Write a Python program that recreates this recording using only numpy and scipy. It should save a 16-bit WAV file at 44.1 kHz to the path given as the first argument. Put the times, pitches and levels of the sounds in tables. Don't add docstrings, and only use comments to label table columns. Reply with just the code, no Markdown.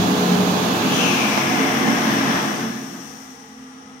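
import sys
import numpy as np
from scipy import signal
from scipy.fft import rfft, irfft, next_fast_len
from scipy.io import wavfile
from scipy.ndimage import map_coordinates

SR = 44100
rng = np.random.default_rng(int(sys.argv[2]) if len(sys.argv) > 2 else 0)


def wrap_up_sound(samples):
    columns = np.atleast_2d(samples).T
    tamed = np.clip(columns, -1, 1)
    steps = np.round(tamed * 32767).astype(np.int16)
    wavfile.write(sys.argv[1], SR, steps)


N = 176400

# frequency in Hz, relative density in dB.
ROAR_SPECTRUM = [(30, -104), (52, -98), (75, -65), (130, -63), (230, -70), (380, -57), (540, -59),
                 (700, -53.5), (830, -53.5), (950, -56.5), (1100, -56.5), (1350, -58), (1650, -60),
                 (1900, -65.5), (2500, -64), (3000, -66), (4000, -69), (5500, -73), (9000, -105)]
HISS_SPECTRUM = [(1500, -100), (3500, -80), (5200, -72.5), (6600, -70.5), (7800, -77), (10500, -80),
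                 (13500, -77), (15500, -79.5)]
# centre in Hz, width in Hz, relative density in dB.
JET_WHISTLES = [(603, 6, -54), (726, 9, -50), (792, 9, -50), (858, 4, -46.5), (1029, 5, -52.5),
                (1114, 3, -46), (1690, 8, -58.5), (1988, 15, -61), (2057, 10, -59), (2657, 3, -65)]
# time in seconds, gain in dB.
ROAR_GAIN = [(0, -1), (.7, -0.5), (1.15, .5), (1.45, 0), (2.0, -0.5), (2.38, 0.5), (2.52, -5.5),
             (2.68, -10), (2.82, -16.5), (3.15, -23.5), (3.5, -35.5), (4, -41)]
HISS_GAIN = [(0, -0.4), (1.2, 0.05), (2.42, -1.6), (2.6, -6), (2.85, -9.5), (3.15, -12), (3.42, -18.5),
             (4, -27)]
def air_jet(fizz_hz=10000, fizz_fall=1.27, flutter_db=0.42):
    hiss, hiss_db = shaped_noise(HISS_SPECTRUM), curve(HISS_GAIN)
    fizz = filtered(hiss, lambda hz: 1 - 1 / (1 + (hz / fizz_hz) ** 10))
    roar = shaped_noise(ROAR_SPECTRUM, JET_WHISTLES) * amp(curve(ROAR_GAIN))
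    air = roar + (hiss - fizz) * amp(hiss_db) + fizz * amp(fizz_fall * hiss_db)
    return air * amp(flutter_db * wobble(knots_per_s=8.5))


def tiled_room(x, t60_s=0.27, reverb_db=-7.5):
    t = np.arange(SR // 2) / SR
    tail = rng.standard_normal(len(t)) * amp(-60 * t / t60_s)
    tail = signal.lfilter(*signal.butter(2, 500, "high", fs=SR), tail / np.linalg.norm(tail))
    reflections = signal.fftconvolve(x, tail[None], axes=1)[:, :N]
    return (x + amp(reverb_db) * reflections) / np.sqrt(1 + amp(reverb_db) ** 2)


# centre in Hz, width in Hz, relative density in dB close up, then a step back.
ROOM_MODES = [(76.4, 5.6, -67, -66), (106, 5.3, -52.5, -62), (135.3, 3.6, -45.5, -45),
              (147.4, 3.8, -46.5, -45), (177, 5.3, -40.5, -45.5), (192.7, 3.5, -40, -41),
              (210.6, 6.2, -43.5, -39.5), (227.4, 4.3, -40.5, -35.5), (257.2, 5.4, -41.5, -43.5),
              (271.9, 4.4, -51, -36), (296, 3.8, -44, -46), (325, 5.8, -49.5, -43), (353, 5.9, -51, -43),
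              (423.3, 9.7, -47, -54), (444.6, 6, -66, -46), (481.7, 3.2, -44, -47.5)]
# frequency in Hz, relative density in dB.
NEAR_SPECTRUM = [(40, -105), (75, -71), (130, -64), (220, -50), (300, -52), (450, -61), (620, -58.5),
                 (900, -99), (2000, -110)]
# time in seconds, gain in dB.
RUMBLE_GAIN = [(.03, 3), (.2, 0), (.37, 4), (.48, 1.5), (.8, 0.5), (1.05, 2), (1.38, -3.5), (1.6, -1),
               (1.75, -3.5), (1.9, 2.5), (2.0, -4), (2.13, -0.5), (2.45, -3.5), (2.58, -5), (2.67, -6),
               (2.78, -12.5), (2.98, -17), (3.12, -23), (3.5, -34), (4, -31)]
def fan_rumble(step_back_s=(0.46, 1.46)):
    near = shaped_noise(NEAR_SPECTRUM, [(hz, width, db) for hz, width, db, _ in ROOM_MODES])
    far = ringing_noise([(hz, width, db) for hz, width, _, db in ROOM_MODES])
    crossfade = np.interp(np.arange(N) / SR, step_back_s, [0, np.pi / 2])
    return amp(curve(RUMBLE_GAIN)) * (np.cos(crossfade) * near + np.sin(crossfade) * far)


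# time in seconds, level in dB.
FAN_LEVEL = [(0, -29), (.35, -19.5), (.5, -27), (.65, -26), (.8, -34.5), (1.05, -31), (1.4, -49),
             (2.4, -37), (3, -84)]
MOTOR_LEVEL = [(0, -30), (.25, -31), (.55, -35.5), (.85, -36.5), (1.2, -68)]
def fan_hum(fan_hz=180.8, motor_hz=416, waver_db=1.2):
    fan_db = curve(FAN_LEVEL) + waver_db * wobble(knots_per_s=11.7)
    return tone(fan_hz, fan_db, drift_rad=0.18) + tone(motor_hz, curve(MOTOR_LEVEL), drift_rad=0.78)


# centre in Hz, width in Hz, relative density in dB.
HOLLOW_RESONANCES = [(449, 9, -68.5), (485.5, 3.8, -68), (809, 6, -69.5), (839, 7.5, -69.5),
                     (1030, 21, -85), (1174, 14, -74.5), (1266, 7.9, -70), (1380, 7, -75), (1670, 20, -86),
                     (1946, 13, -83.5), (2016, 14, -85)]
# time in seconds, gain in dB.
HOLLOW_GAIN = [(2.3, -2), (2.9, 2), (3.2, 2), (3.5, 0), (4, -1)]
def hollow_ring():
    return amp(curve(HOLLOW_GAIN)) * ringing_noise(HOLLOW_RESONANCES)


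# frequency in Hz, density in dB per Hz.
VENT_SPECTRUM = [(30, -102), (50, -104), (75, -79), (110, -88), (150, -76), (300, -81), (400, -93),
                 (480, -88), (580, -88.5), (820, -74.5), (930, -83), (1150, -82.5), (1450, -86),
                 (1900, -92), (3300, -91.5), (5800, -95.5), (9000, -102), (11000, -111), (15500, -119)]
# centre in Hz, width in Hz, density in dB per Hz.
VENT_RESONANCES = [(222, 6.6, -61), (254, 10, -68.5)]
# time in seconds, level in dB.
DRONE_LEVEL = [(2.4, -35.5), (2.9, -38.5), (3.1, -50), (3.22, -43), (3.45, -51), (3.65, -40.5), (3.82, -46),
               (4, -47.5)]
def ventilation(drone_hz=261):
    air = shaped_noise(VENT_SPECTRUM, VENT_RESONANCES)
    return air + tone(drone_hz, curve(DRONE_LEVEL), drift_rad=0.72)


# time in seconds, cover (0 open, 1 covered, above 1 tighter still).
LEFT_SEAL = [(.7, 0), (.88, 0), (.95, 1.04), (1.15, 1.02), (1.4, 0.95), (1.7, 0.96), (2.1, 0.97), (4, 1.18)]
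RIGHT_SEAL = [(.95, 0), (1.2, 0.1), (1.4, 0.24), (1.45, 1.2), (1.95, 1.3), (2.1, 0.74), (2.45, 0.92),
              (4, 1.27)]
# frequency in Hz, gain in dB.
LEFT_OPEN_DB = [(300, -1), (1600, 1), (2200, -2), (3200, 0), (3800, -1), (5500, -2), (7000, -0.5),
                (9000, -1), (15000, 2)]
LEFT_COVERED_DB = [(300, -0.5), (600, 1), (800, -3.5), (1200, 3), (2500, -0.5), (3200, 2.5), (3750, -6),
                   (4800, 1.5), (5800, 13.5), (6400, 5), (7200, 2), (9300, 8), (11300, -5.5), (13500, 7),
                   (15500, 0)]
RIGHT_OPEN_DB = [(300, -0.5), (800, 1), (1600, 1), (2600, 3.5), (3800, 9.5), (5300, 2.5), (6500, 6.5),
                 (7700, -2.5), (10500, 2.5), (15000, 0)]
RIGHT_COVERED_DB = [(300, 0.5), (800, 1.5), (1600, -0.5), (2600, 4), (3500, 7), (4500, -0.5), (5500, -7.5),
                    (6500, -24), (7600, -16), (9200, -5.5), (11500, -2), (13500, -4), (15500, -37)]
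# time in seconds, frequency ratio.
LEFT_TUNING = [(.93, 1.06), (1.35, 0.999)]
# time in seconds, resonance in Hz, peak gain in dB.
AIR_POCKET = [(.7, 2450, 0), (.86, 2630, 7.5), (.95, 3060, 13), (1.04, 2730, 16.5), (1.2, 2525, 16.5),
              (1.4, 2200, 14), (1.7, 2040, 13.5), (2.1, 1905, 11.5), (2.6, 1875, 11.5), (4, 1920, 11.5)]
def covered_ports(x, pocket_width_octaves=0.25):
    hz, t, spectra = signal.stft(x, SR, nperseg=512)
    hz = hz[:, None]

    def port_db(seal, open_db, covered_db, tuning=1):
        cover = curve(seal, t)
        return (1 - cover) * spectrum_at(open_db, hz) + cover * spectrum_at(covered_db, hz / tuning)

    times, pocket_hz, peak_db = np.transpose(AIR_POCKET)
    octaves = np.log2((hz + 1) / np.interp(t, times, pocket_hz))
    pocket_db = np.interp(t, times, peak_db) / (1 + (octaves / pocket_width_octaves) ** 2)
    left_db = port_db(LEFT_SEAL, LEFT_OPEN_DB, LEFT_COVERED_DB, curve(LEFT_TUNING, t)) + pocket_db
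    right_db = port_db(RIGHT_SEAL, RIGHT_OPEN_DB, RIGHT_COVERED_DB)
    return signal.istft(spectra * amp([left_db, right_db]), SR, nperseg=512)[1][:, :N]


def finger_click(at_s=1.3769, swing_s=0.00028, crack_s=0.0005):
    t = np.arange(N) / SR - at_s
    u = t / swing_s
    swing = signal.lfilter(*signal.butter(1, 200, "high", fs=SR), amp(8) * u / (1 + u ** 2) ** 2)
    noise = signal.lfilter(*signal.butter(2, (1000, 3500), "band", fs=SR), rng.standard_normal(N))
    crack = amp(-6) * noise * np.exp(-np.abs(t / crack_s + 1))
    return np.outer([0, 1], swing + crack)


def noise_field(density, spacing_m=0.17, left_lead_s=0.000368, direct_db=-10):
    size = next_fast_len(N, True)
    hz = np.fft.rfftfreq(size, 1 / SR)
    mid, side, direct = rng.standard_normal((3, 2 * len(hz))).view(complex)
    coherence = 0.96 * np.sinc(2 * hz * spacing_m / 343)
    mid, side = np.sqrt((1 + coherence) / 2) * mid, np.sqrt((1 - coherence) / 2) * side
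    direct_gain = amp(direct_db) * hz ** 2 / (hz ** 2 + 700 ** 2)
    lead = direct_gain * np.exp(1j * np.pi * hz * left_lead_s)
    pair = np.array([mid + side + direct * lead, mid - side + direct * lead.conj()])
    gain = np.sqrt(density(hz) / (1 + direct_gain ** 2))
    return irfft(pair * gain, size)[:, :N] * np.sqrt(SR * size) / 2


def shaped_noise(spectrum, modes=()):
    return noise_field(lambda hz: amp(2 * spectrum_at(spectrum, hz)) + mode_power(hz, modes))


def ringing_noise(modes):
    return noise_field(lambda hz: mode_power(hz, modes))


def mode_power(hz, modes):
    return sum(amp(2 * db) / (1 + ((hz - centre) / width) ** 2) ** 2 for centre, width, db in modes)


def tone(hz, level_db, drift_rad):
    phase = 2 * np.pi * hz * np.arange(N) / SR + drift_rad * wobble(knots_per_s=8.7)
    return np.sqrt(2) * amp(level_db) * np.sin(phase)


def wobble(knots_per_s):
    t = np.linspace(0, N / SR, 800)
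    spline = map_coordinates(rng.standard_normal(256), [t * knots_per_s])
    return np.interp(np.arange(N) / SR, t, spline)


def amp(db):
    return 10 ** (np.asarray(db) / 20)


def spectrum_at(rows, hz):
    row_hz, row_db = np.transpose(rows)
    return np.interp(np.log(hz + 1), np.log(row_hz + 1), row_db)


def curve(rows, t=None):
    return np.interp(np.arange(N) / SR if t is None else t, *np.transpose(rows))


def filtered(x, response):
    size = next_fast_len(N + 2048, True)
    return irfft(rfft(x, size) * response(np.fft.rfftfreq(size, 1 / SR)), size)[..., :N]


def scene():
    return tiled_room(air_jet()) + fan_rumble() + fan_hum() + hollow_ring() + ventilation()


def record(dry):
    return filtered(covered_ports(dry) + finger_click(), lambda hz: hz < 15800)


dry = scene()
out = record(dry)
wrap_up_sound(out)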